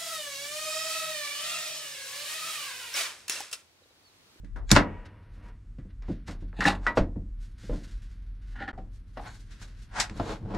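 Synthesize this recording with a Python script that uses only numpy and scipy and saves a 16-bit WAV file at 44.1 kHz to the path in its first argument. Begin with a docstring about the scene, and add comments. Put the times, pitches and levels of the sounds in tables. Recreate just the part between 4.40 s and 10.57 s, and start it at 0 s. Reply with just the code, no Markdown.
"""In a boat's bilge, hand cutters shear through a plastic tie on a wiring harness; the tie snaps and
the tool jerks against the hull. The cutters scrape and clack as they are put down, connectors knock,
a hand rubs along the wires, and a second tie is snipped. Impacts excite damped modes that ring in the
small fibreglass compartment; sliding contacts make stick-slip noise. A low rumble lies beneath."""
import sys
import numpy as np
from scipy import signal
from scipy.io import wavfile
from scipy.ndimage import uniform_filter1d

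SR = 44100
rng = np.random.default_rng(int(sys.argv[2]) if len(sys.argv) > 2 else 0)


def persist_wave(psi):
    """Save psi, clipped to +-1, as 16-bit WAV."""
    counts = np.round(np.clip(psi, -1, 1) * 32767).astype(np.int16)
    wavfile.write(sys.argv[1], SR, np.atleast_2d(counts).T)


N = 272097
TIME = np.arange(N) / SR
EDGES_HZ = 22 * 2 ** (np.arange(30) / 3)   # third-octave bands
CENTRES_HZ = np.sqrt(EDGES_HZ[1:] * EDGES_HZ[:-1])
LONGEST_RING_S, FRICTION_TOP_HZ = 0.45, 12300
# Modes of the hull panel. Each row: frequency in Hz, level in dB, nominal t60 in seconds.
HULL_MODES = [(90, -12, 0.76), (190.6, -4.5, 0.33), (294, -4, 0.3), (400, -14.5, 0.11), (506, -4.5, 0.15),
              (584, -6.5, 0.16), (653, -15.5, 0.29), (810, -19.5, 0.092), (916, -12.5, 0.11),
              (1033, -14.5, .25), (1434, -21, 0.12), (1914, -16.5, 0.2)]
# Spectrum of a steel impact. Each row: frequency in Hz, spectral density in dB.
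STEEL_COLOUR = [(100, -22), (400, -10), (800, -3.5), (1150, 0), (1500, 4), (1950, -3), (2500, -11),
                (4000, -19.5), (7000, -32.5), (13000, -58)]


def tie_snaps(bands):
    """Fracture: plastic releases its strain in cracks that excite the high modes of the biting jaws. The table
    also holds the sharp steel tick that opens the clink at 2.47 s."""
    # Each row: start in seconds, level in dB, tilt in dB per octave, relative crack level in dB.
    hits = [(0.293, -44.5, -0.5, 4.5), (0.305, -29.5, -4, 3.5), (0.3148, -24, 11, 20),
            (0.315, -29.5, -2.5, 12.5), (0.352, -27, -3.5, -4), (0.358, -25.5, -6.5, -6),
            (0.3628, -17, -6.5, 8.5), (1.622, -53.5, -6.5, 4), (1.88, -40.5, -6, -11),
            (2.241, -37, 0, -8.5), (2.261, -35, 0.5, -10), (2.2832, -31.5, -6, 16.5),
            (2.4663, -43.5, -2.5, -3.5), (2.574, -34.5, -3, -16), (5.215, -44, -9, -9),
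            (5.539, -47, -14, -2), (5.5997, -21, 3.5, -17), (5.697, -53, -3, 14), (6.147, -43, -5.5, 3)]
    # Each row: frequency in Hz, spectral density in dB.
    colour = [(100, -15), (500, -4.5), (1000, 5.5), (2000, 10), (3200, 2.5), (4500, 8), (7900, -1.5),
              (9500, -13), (13000, -28.5), (16000, -48.5)]
    # Each row: frequency in Hz, level in dB, nominal t60 in seconds.
    modes = [(4500, -14.5, .1), (5230, -11.5, 0.11), (5590, -10.5, 0.058), (5720, -13, 0.11),
             (6670, -13.5, 0.11), (7153, -15, .08), (7800, -13.5, 0.077)]
    return impacts(bands, hits, colour, modes, crack_s=0.0015, wash_db=-1.5, rise_s=0.000067)


def tool_clacks(bands):
    """Hard impact: steel and connectors strike the hull, and the tool pressed against it rings."""
    # Each row: start in seconds, level in dB, tilt in dB per octave, relative crack level in dB.
    hits = [(.046, -62.5, 8.5, 7), (0.16, -40.5, -6.5, 4), (0.3157, -27, -3, 16), (0.3659, -20, 1.5, 1),
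            (1.385, -60.5, 5.5, -4), (1.892, -42, -9.5, -5.5), (2.129, -47.5, -9, 15.5),
            (2.2059, -26.5, 5, -0.5), (2.22, -32, -2, -2.5), (2.254, -24.5, 1, 3.5), (4.157, -49.5, 2, -10),
            (4.279, -45, 0.5, 14.5), (4.286, -33, -10.5, 9.5)]
    # Each row: frequency in Hz, level in dB, nominal t60 in seconds.
    modes = [(850, -16.5, 0.13), (958, -19, .19), (1430, -11, 0.09), (1740, -14, 0.17), (1632, -13, 0.15),
             (1960, -9.5, 0.27)]
    return impacts(bands, hits, STEEL_COLOUR, modes, crack_s=0.0012, wash_db=-2.0, rise_s=0.000077)


def tip_taps():
    """Damped oscillation: a steel tip meets the hull with one short ping, pitched by the spot it hits."""
    # Each row: start in seconds, level in dB, frequency in Hz, t60 in seconds.
    taps = [(2.2067, -16.5, 1793, 0.03), (2.253, -5.5, 1790, 0.02), (2.2727, -13.5, 1760, .03),
            (2.4662, 0, 1470, 0.0067), (3.2945, -27, 478, 0.083)]
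    out, rise_s = np.zeros(N), 0.0008
    for start_s, db, hz, t60 in taps:
        at = round(start_s * SR)
        t = TIME[:min(int(LONGEST_RING_S * SR), N - at)]
        envelope = from_db(db - 60 * t / t60) * (1 - np.exp(-t / rise_s))
        out[at:at + len(t)] += envelope * np.sin(2 * np.pi * hz * t)
    return out


def jaw_clinks(bands):
    """Free vibration: the steel jaws ring in their own modes, lower when held."""
    # Each row: start in seconds, level in dB, tilt in dB per octave, relative crack in dB, pitch ratio.
    hits = [(2.208, -34, 7, 1, 0.93), (2.254, -34.5, 2.5, -4, 0.97), (2.2834, -35, 0.5, 0, 0.97),
            (2.467, -24, -1.5, 9, 0.97)]
    # Each row: nominal frequency in Hz, level in dB, nominal t60 in seconds.
    modes = [(976, -5.5, .3), (1076, -7.5, 0.22), (1313, 2, 0.16), (1527, -.5, .15), (2007, 11, 0.15),
             (2465, -16.5, .17), (3620, -18.5, .12), (4050, -15.5, 0.16)]
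    return sum(impacts(bands, [hit], STEEL_COLOUR, modes, crack_s=0.001, wash_db=-4.5, rise_s=0.00019,
                       pitch=pitch, bloom_s=0.0091) for *hit, pitch in hits)


def connector_knocks(bands):
    """Hollow-body resonance: connector housings answer a knock with a few close modes."""
    # Each row: start in seconds, level in dB, tilt in dB per octave, relative crack in dB, pitch ratio.
    hits = [(2.256, -20, 5.5, -20, 1.06), (2.279, -25, 5, -10, 1.12), (2.302, -28, -5, 1, 1.1),
            (2.325, -40, -1, -4, 1.1), (2.572, -22.5, -7, 8.5, .8), (3.294, -41.5, 2, -28, .8),
            (4.376, -41, -2, -31, 1.0), (4.771, -36, -5, -1.5, 0.96), (4.793, -36.5, -5.5, -4.5, 1.06),
            (5.7975, -31.5, -5.5, 8, 0.9)]
    # Each row: frequency in Hz, spectral density in dB.
    colour = [(100, -22), (400, -6.5), (800, -2), (1200, -3.5), (2000, -15), (5000, -16), (13000, -47)]
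    # Each row: nominal frequency in Hz, level in dB, nominal t60 in seconds.
    modes = [(674.4, 1, 0.035), (690, -9.5, 0.19), (765, 1, 0.16), (835, -13.5, 0.073)]
    return sum(impacts(bands, [hit], colour, modes, crack_s=0.0067, wash_db=-17.5, rise_s=0.00068,
                       pitch=pitch) for *hit, pitch in hits)


def hull_thuds(bands):
    """Plate vibration: duller blows shake the low modes of the hull panel."""
    # Each row: start in seconds, level in dB, tilt in dB per octave, relative crack level in dB.
    hits = [(0.033, -47, -11, 9), (0.3145, -23.5, -10.5, 15.5), (0.33, -23.5, -16, 9),
            (0.3669, -20, 0.5, 1.5), (1.384, -41, -11.5, 8), (1.449, -50, -9.5, 4.5), (1.682, -32.5, -7, 6),
            (1.699, -35, -10.5, 6), (1.886, -38, -6.5, -1.5), (2.021, -42.5, -7, -11),
            (2.187, -31, -5, -0.5), (2.255, -24, -3.5, -3.5), (2.468, -30, 4.5, -10.5), (2.571, -19, 0, 0),
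            (2.599, -12.5, -20.5, -5.5), (2.758, -34, -7.5, -2), (3.234, -45, -9, 3.5),
            (3.294, -31.5, -4.5, -10), (3.324, -36, -3, -14.5), (4.205, -40, -2, -24),
            (4.382, -45.5, -2, 1), (5.794, -34, -5, -1)]
    # Each row: frequency in Hz, spectral density in dB.
    colour = [(40, -20.5), (90, -8), (160, -0.5), (300, 2.5), (400, -6), (600, -3.5), (900, -14),
              (1400, -16), (3000, -25), (6000, -45), (13000, -65)]
    return impacts(bands, hits, colour, HULL_MODES, crack_s=0.016, wash_db=-6.5, rise_s=0.00066)


def tool_chatter():
    """Stick-slip excitation: steel and connectors judder along the fibreglass."""
    # Each row: peak time in seconds, level in dB, swell and fade in seconds.
    slides = [(2.285, -26, 0.082, 0.056)]
    # Each row: frequency in Hz, nominal bandwidth in Hz, level in dB.
    modes = [(824, 70, 3.5), (1330, 87, -13.5), (1760, 210, -5.5), (2738, 540, -10), (3770, 1200, -13),
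             (6260, 3700, -27.5)]
    return slip_resonance(slides, modes, per_s=260, smear_s=0.0092, share=0.98)


def connector_creaks():
    """Stick-slip excitation: a connector creaks as the fingers push it aside."""
    # Each row: peak time in seconds, level in dB, swell and fade in seconds.
    pushes = [(4.157, -44, 0.0019, 0.035), (4.203, -36, 0.0033, .04), (4.23, -35, 0.066, 0.057),
              (4.29, -33, 0.017, 0.033), (4.779, -44, 0.013, 0.021)]
    # Each row: frequency in Hz, nominal bandwidth in Hz, level in dB.
    modes = [(249.2, 58, 4), (793, 89, 2.5), (1445, 77, 4.5), (1776, 260, 1.5), (3100, 840, -16.5),
             (3690, 1300, -25.5)]
    return slip_resonance(pushes, modes, per_s=330, smear_s=0.0018, share=0.3)


def tie_rasps():
    """Roughness excitation: ribbed plastic crunches in the jaws or rasps on an edge."""
    # Each row: peak time in seconds, level in dB, swell and fade in seconds.
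    rasps = [(.313, -36, 0.026, .01), (4.88, -52.5, .03, 0.11), (5.229, -52, 0.011, 0.039),
             (5.918, -50.5, 0.22, 0.059)]
    # Each row: frequency in Hz, nominal bandwidth in Hz, level in dB.
    modes = [(1611, 93, 6.5), (2395, 130, -6), (3404, 130, -2), (3870, 125, -0.5), (4330, 193, -1),
             (6810, 1800, -9)]
    return slip_resonance(rasps, modes, per_s=700, smear_s=0.0015, share=0.34)


def harness_settling(bands):
    """Forced vibration: the freed harness shivers with a soft wash and keeps hull and tool ringing."""
    # Each row: peak time in seconds, level in dB, swell and fade in seconds.
    shivers = [(.38, -41, .02, 0.38), (1.09, -57, 0.2, 0.085)]
    # Each row: frequency in Hz, spectral density in dB.
    colour = [(100, -0.5), (250, 6), (500, 2), (1000, 1), (1700, -3), (2500, -7), (4000, -29),
              (12000, -54.5)]
    # Each row: frequency in Hz, nominal bandwidth in Hz, level in dB.
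    tool_modes = [(953, 36, -0.5), (1170, 65, -5), (1437, 60, -8), (1660, 50, -8.5), (1840, 130, -8.5),
                  (2240, 70, -11), (2850, 160, -17)]
    hull_modes = [(hz, 7.8 / t60, db) for hz, db, t60 in HULL_MODES]   # faster decay, wider resonance
    hull = slip_resonance(shivers, hull_modes, per_s=230, smear_s=0.005, share=0.21)
    tool = slip_resonance(shivers, tool_modes, per_s=230, smear_s=0.005, share=0.21)
    wash = stroke_envelope(shivers) * coloured(bands, colour)
    return from_db(-3) * (wash + hull) + from_db(-6.5) * tool


def hiss_and_scrapes(bands):
    """A faint noise swells for an instant before the clink at 2.47 s; later, dry friction scrapes lead into the
    second snip."""
    # Each row: peak time in seconds, level in dB, swell and fade in seconds.
    swells = [(2.46, -48, .05, 0.023), (4.78, -50, 0.017, 0.029), (4.875, -46, 0.06, 0.071),
              (5.6, -28.5, 0.062, 0.065)]
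    # Each row: frequency in Hz, spectral density in dB.
    colour = [(100, -3.5), (500, -7), (830, 8.5), (1150, 0.5), (1650, 5), (2600, -9), (4200, -11),
              (7500, -13), (10000, -31.5), (14000, -54.5)]
    grain = stick_slip(per_s=300, smear_s=0.0088, share=0.33)
    return stroke_envelope(swells) * coloured(bands, colour) * grain


def rubs_and_swell(bands):
    """Soft friction of skin in rubbing strokes, and a short swell of noise just before the thud at 2.57 s."""
    # Each row: peak time in seconds, level in dB, swell and fade in seconds, extra treble in dB.
    swells = [(0.164, -53.5, 0.008, 0.047, -2.5), (.662, -47.5, 0.014, 0.026, -11.5),
              (1.09, -68, 0.4, 0.057, 1.5), (1.51, -58, 0.029, 0.021, -17),
              (1.706, -50, 0.074, 0.11, -12.5), (1.88, -44, 0.017, 0.08, -4),
              (2.02, -61.5, 0.083, 0.12, -4.5), (2.571, -45, 0.02, .02, -4), (3.032, -65, 0.06, 0.19, 8),
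              (3.255, -51.5, 0.1, 0.54, 0), (3.335, -51, 0.11, .17, -6.5),
              (3.446, -47.5, 0.027, 0.058, -0.5), (3.59, -65.5, 0.12, 0.25, -1.5),
              (4.13, -60, 0.16, 0.14, -3.5), (4.55, -74, 0.043, 0.071, 16.5), (4.69, -80, .06, 0.26, 11.5),
              (4.882, -60, 0.14, 0.24, 9.5), (4.955, -65, .05, 0.095, 10.5), (5.119, -55, 0.054, 0.63, -4),
              (5.228, -48.5, 0.031, 0.073, 1), (5.431, -64.5, 0.088, 0.15, 5.5),
              (5.771, -54, 0.036, 0.11, 1)]
    # Each row: frequency in Hz, spectral density in dB.
    colour = [(150, 7), (400, -4.5), (900, -9.5), (1600, 6), (2600, -1), (4000, 1.5), (7500, -2),
              (10000, -13), (12500, -15)]
    noise = coloured(bands, colour) * stick_slip(per_s=170, smear_s=0.018, share=0.91)
    noise = signal.sosfilt(lowpass(FRICTION_TOP_HZ, order=10), noise)
    body = signal.sosfiltfilt(lowpass(hz=3800, order=1), noise)
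    body_gain = stroke_envelope([row[:-1] for row in swells])
    treble_gain = stroke_envelope([(s, db + extra, swell, fade) for s, db, swell, fade, extra in swells])
    return body_gain * body + treble_gain * (noise - body)


def hull_drags(bands):
    """Sliding friction: hand and tool drag out over the hull, each stroke with its own brightness."""
    # Each row: peak time in seconds, level in dB, swell and fade in seconds, tilt in dB per octave.
    drags = [(5.714, -42, 0.025, 0.41, -12), (5.924, -33.5, 0.14, 0.061, 2.5),
             (6.04, -40, 0.057, 0.47, -14), (6.17, -32, 0.098, .1, -0.5)]
    # Each row: frequency in Hz, spectral density in dB.
    colour = [(50, -27.5), (130, 6), (300, 7), (600, 3.5), (1100, -3), (2200, -18), (4400, -22),
              (7500, -35), (12000, -46), (15000, -74)]
    noise = sum(stroke_envelope([drag]) * coloured(bands, colour, tilt_db) for *drag, tilt_db in drags)
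    return noise * stick_slip(per_s=420, smear_s=0.0042, share=0.6)


def wall_echoes(sound):
    """Comb filtering: early reflections, dulled by hoses and wires, make the sound boxy."""
    # Each row: delay in seconds, gain as a ratio.
    echoes = [(.00197, 0.098), (.0034, -0.11), (.0051, -0.034), (.0076, -.3), (0.0093, 0.38)]
    out, dull = sound.copy(), signal.sosfilt(lowpass(hz=4500, order=2), sound)
    for delay_s, gain in echoes:
        lag = round(delay_s * SR)
        out[:, lag:] += gain * dull[:, :N - lag]
    return from_db(-1.5) * out


def rumble(bands):
    """Amplitude modulation: a deep boom swells and sinks, while the faint air above it stays even."""
    # Each row: time in seconds, relative level of the boom in dB.
    levels = [(0.1, -39.5), (0.34, -28), (0.41, -41), (0.59, -43), (0.82, -59.5), (0.91, -47),
              (1.91, -36.5), (3.0, -37), (3.24, -45.5), (3.32, -29), (3.46, -45.5), (3.55, -36),
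              (4.96, -46), (5.95, -41.5)]
    # Each row: frequency in Hz, spectral density in dB.
    colour = [(22, -22), (32, -5), (41, 3), (52, -7.5), (68, -24.5), (92, -11), (125, -26.5), (250, -33),
              (450, -51.5), (800, -59), (1400, -53.5), (3000, -63.5), (8000, -68), (14000, -85)]
    gains, deep = np.float32(band_gains(colour)), CENTRES_HZ < 60
    swell = from_db(np.interp(TIME, *np.transpose(levels)) - 0.5)
    boom = swell * np.tensordot(gains * deep, bands, 1)
    air = from_db(-40.5) * np.tensordot(gains * ~deep, bands, 1)
    return boom + air


def impacts(bands, hits, colour, modes, crack_s, wash_db, rise_s, pitch=1, bloom_s=0):
    """Impulse response: a short crack, a wash of reflections dying band by band, and decaying modes."""
    # Reverberation of the compartment. Each row: frequency in Hz, nominal t60 in seconds.
    bilge_t60 = [(50, 0.23), (200, 0.54), (600, 0.36), (1500, .22), (3000, 0.18), (7000, 0.14),
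                 (14000, 0.18)]
    out, t = np.zeros((2, N)), np.float32(TIME[:int(LONGEST_RING_S * SR)])
    fall = np.float32(-np.log(1000)) * t   # 60 dB per second, as an exponent
    band_t60 = np.float32(at_bands(bilge_t60))[:, None]
    rise = np.float32(1 - np.exp(-(t / (rise_s + 0.5 / CENTRES_HZ[:, None])) ** 2))   # bass builds slowly
    for start_s, db, tilt_db, crack_db in hits:
        at = round(start_s * SR)
        n = min(len(t), N - at)
        gains = band_gains(colour, tilt_db)
        tilt_gains = gains / band_gains(colour)
        ring_scale = np.float32(0.91 * from_db(-0.0674 * (db + 34)))   # harder blows die faster
        crack = np.float32(from_db(crack_db) * np.exp(-t / crack_s))
        wash = np.float32(from_db(wash_db)) * np.exp(np.maximum(fall / (band_t60 * ring_scale), -30))
        envelopes = (wash + crack) * rise * np.float32(gains)[:, None]
        hit = np.einsum("bn,bcn->cn", envelopes[:, :n], bands[:, :, at:at + n])
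        for hz, mode_db, t60 in modes:
            # the point of contact decides how strongly each mode answers
            strength = from_db(mode_db + rng.normal(0, 2)) * np.interp(hz, CENTRES_HZ, tilt_gains)
            decay = np.exp(fall[:n] / (t60 * ring_scale))
            bloom = 1 - np.exp(-t[:n] / (1 / hz + bloom_s))
            swing = rng.choice([-1, 1]) * np.sin(2 * np.pi * hz * pitch * t[:n])
            hit = hit + strength * swing * decay * bloom
        out[:, at:at + n] += from_db(db) * hit
    return out


def slip_resonance(strokes, modes, per_s, smear_s, share):
    """Resonant filtering: quick slips drive the modes of whatever is sliding."""
    force = rng.standard_normal(N) * stick_slip(per_s, smear_s, share)
    force = signal.sosfilt(lowpass(FRICTION_TOP_HZ, order=10), force)
    out = np.zeros(N)
    for hz, width_hz, db in modes:
        b, a = signal.iirpeak(hz, hz / width_hz, fs=SR)
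        out += from_db(db) * signal.lfilter(b, a, signal.lfilter(b, a, force))
    return stroke_envelope(strokes) * out / out.std()


def stick_slip(per_s, smear_s, share):
    """Shot noise: a gain of rms 1; uneven slips, smeared by the bilge, carry a share of the power."""
    onsets = rng.random(N) < per_s / SR
    energies = from_db(4 * np.minimum(rng.exponential(1, N), 4)) ** 2
    slips = uniform_filter1d(onsets * energies, size=24)
    power = signal.lfilter([1], [1, -np.exp(-1 / (smear_s * SR))], slips)
    return np.sqrt(1 - share + share * power / power.mean())


def stroke_envelope(strokes):
    """Growth and decay: each stroke gains 20 dB in its swell, loses 20 in its fade; the strongest wins."""
    t, level_db = TIME[::16], -200
    for peak_s, db, swell_s, fade_s in strokes:
        early = np.maximum(peak_s - t, 0) / swell_s
        late = np.maximum(t - peak_s, 0) / fade_s
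        level_db = np.maximum(level_db, db - 20 * (early ** 1.4 + late))
    return np.interp(TIME, t, from_db(level_db))


def noise_bands():
    """Partial coherence: steady stereo noise in third octaves, shaped bands x channels x samples."""
    # Each row: frequency in Hz, side minus mid in dB.
    spreads = [(40, -5), (500, -7.5), (1500, -10), (8000, -7.5), (13000, -8)]
    # Each row: frequency in Hz, left minus right in dB.
    leans = [(100, 2), (1000, 1), (4000, 0.5), (8000, 1), (13000, 0)]
    white, bands = rng.standard_normal((2, 2, N + SR)), []
    for k, (spread, lean) in enumerate(zip(from_db(at_bands(spreads)), at_bands(leans))):
        bandpass = signal.butter(3, EDGES_HZ[k:k + 2], "band", fs=SR, output="sos")
        mid, side = signal.sosfilt(bandpass, white[k % 2])[:, SR // 2:]
        span = int(3 * SR / (EDGES_HZ[k + 1] - EDGES_HZ[k])) + SR // 100
        mid = mid / np.sqrt(uniform_filter1d(mid ** 2, span) + 1e-20)   # hold the running rms near 1
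        side = spread * side / side.std()
        bands.append(np.float32([(mid + side) * from_db(lean / 2), (mid - side) * from_db(-lean / 2)]))
    return np.array(bands)


def coloured(bands, colour, tilt_db=0):
    """Superposition: weighted bands add up to stereo noise of one colour."""
    return np.tensordot(np.float32(band_gains(colour, tilt_db)), bands, 1)


def band_gains(colour, tilt_db=0):
    """Band power is density times bandwidth: gains for a colour tilted per octave, of total power 1."""
    gain = from_db(at_bands(colour) + tilt_db * np.log2(CENTRES_HZ)) * np.sqrt(np.diff(EDGES_HZ))
    return gain / np.linalg.norm(gain)


def at_bands(points):
    """Interpolation in log frequency: a table read at the band centres."""
    hz, value = np.transpose(points)
    return np.interp(np.log(CENTRES_HZ), np.log(hz), value)


def lowpass(hz, order):
    """Sections of a maximally flat low-pass filter."""
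    return signal.butter(order, hz, fs=SR, output="sos")


def from_db(db):
    """Decibels to amplitude ratio."""
    return 10 ** (np.asarray(db) / 20)


def scene():
    """Superposition: impacts, slip-driven resonances and friction between close walls, over a rumble."""
    bands = noise_bands()
    early, late = bands[:, :, :N], bands[:, :, -N:].copy()   # shifted or reversed for variety
    strikes = tie_snaps(early) + tool_clacks(early[:, :, ::-1]) + tip_taps() + jaw_clinks(late)
    knocks = connector_knocks(late) + hull_thuds(late[:, :, ::-1])
    judder = tool_chatter() + connector_creaks() + tie_rasps()
    rustle = harness_settling(late) + hiss_and_scrapes(late) + rubs_and_swell(late) + hull_drags(late)
    return strikes + knocks + judder + wall_echoes(rustle) + rumble(late)


def record(dry):
    """Mid-side mixing narrows and widens the image; the level dips briefly, peaks clip, the top is cut."""
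    narrow_from_s, narrow_until_s, closing_s, opening_s, narrow_db = 0.54, 4.39, 0.85, 1, -47
    dip_s, dip_length_s, dip_depth, cutoff_hz = 4.316, 0.014, 0.93, 15600
    mid, side = (dry[0] + dry[1]) / 2, (dry[0] - dry[1]) / 2
    closing, opening = (TIME - narrow_from_s) / closing_s, (narrow_until_s - TIME) / opening_s
    width = from_db(narrow_db * np.clip(np.minimum(closing, opening), 0, 1))
    bass = signal.sosfiltfilt(lowpass(hz=510, order=2), side)
    bass_width = from_db(-5 - 2.5 * TIME)   # the bass narrows steadily
    side = width * (bass_width * bass + from_db(2.5) * (side - bass))
    dip = 1 - dip_depth * ((TIME > dip_s) & (TIME < dip_s + dip_length_s))
    clipped = np.clip(np.array([mid + side, mid - side]) * uniform_filter1d(dip, size=60), -1, 1)
    return signal.sosfilt(signal.cheby2(14, 70, cutoff_hz, fs=SR, output="sos"), clipped)


dry = scene()
out = record(dry)
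persist_wave(out)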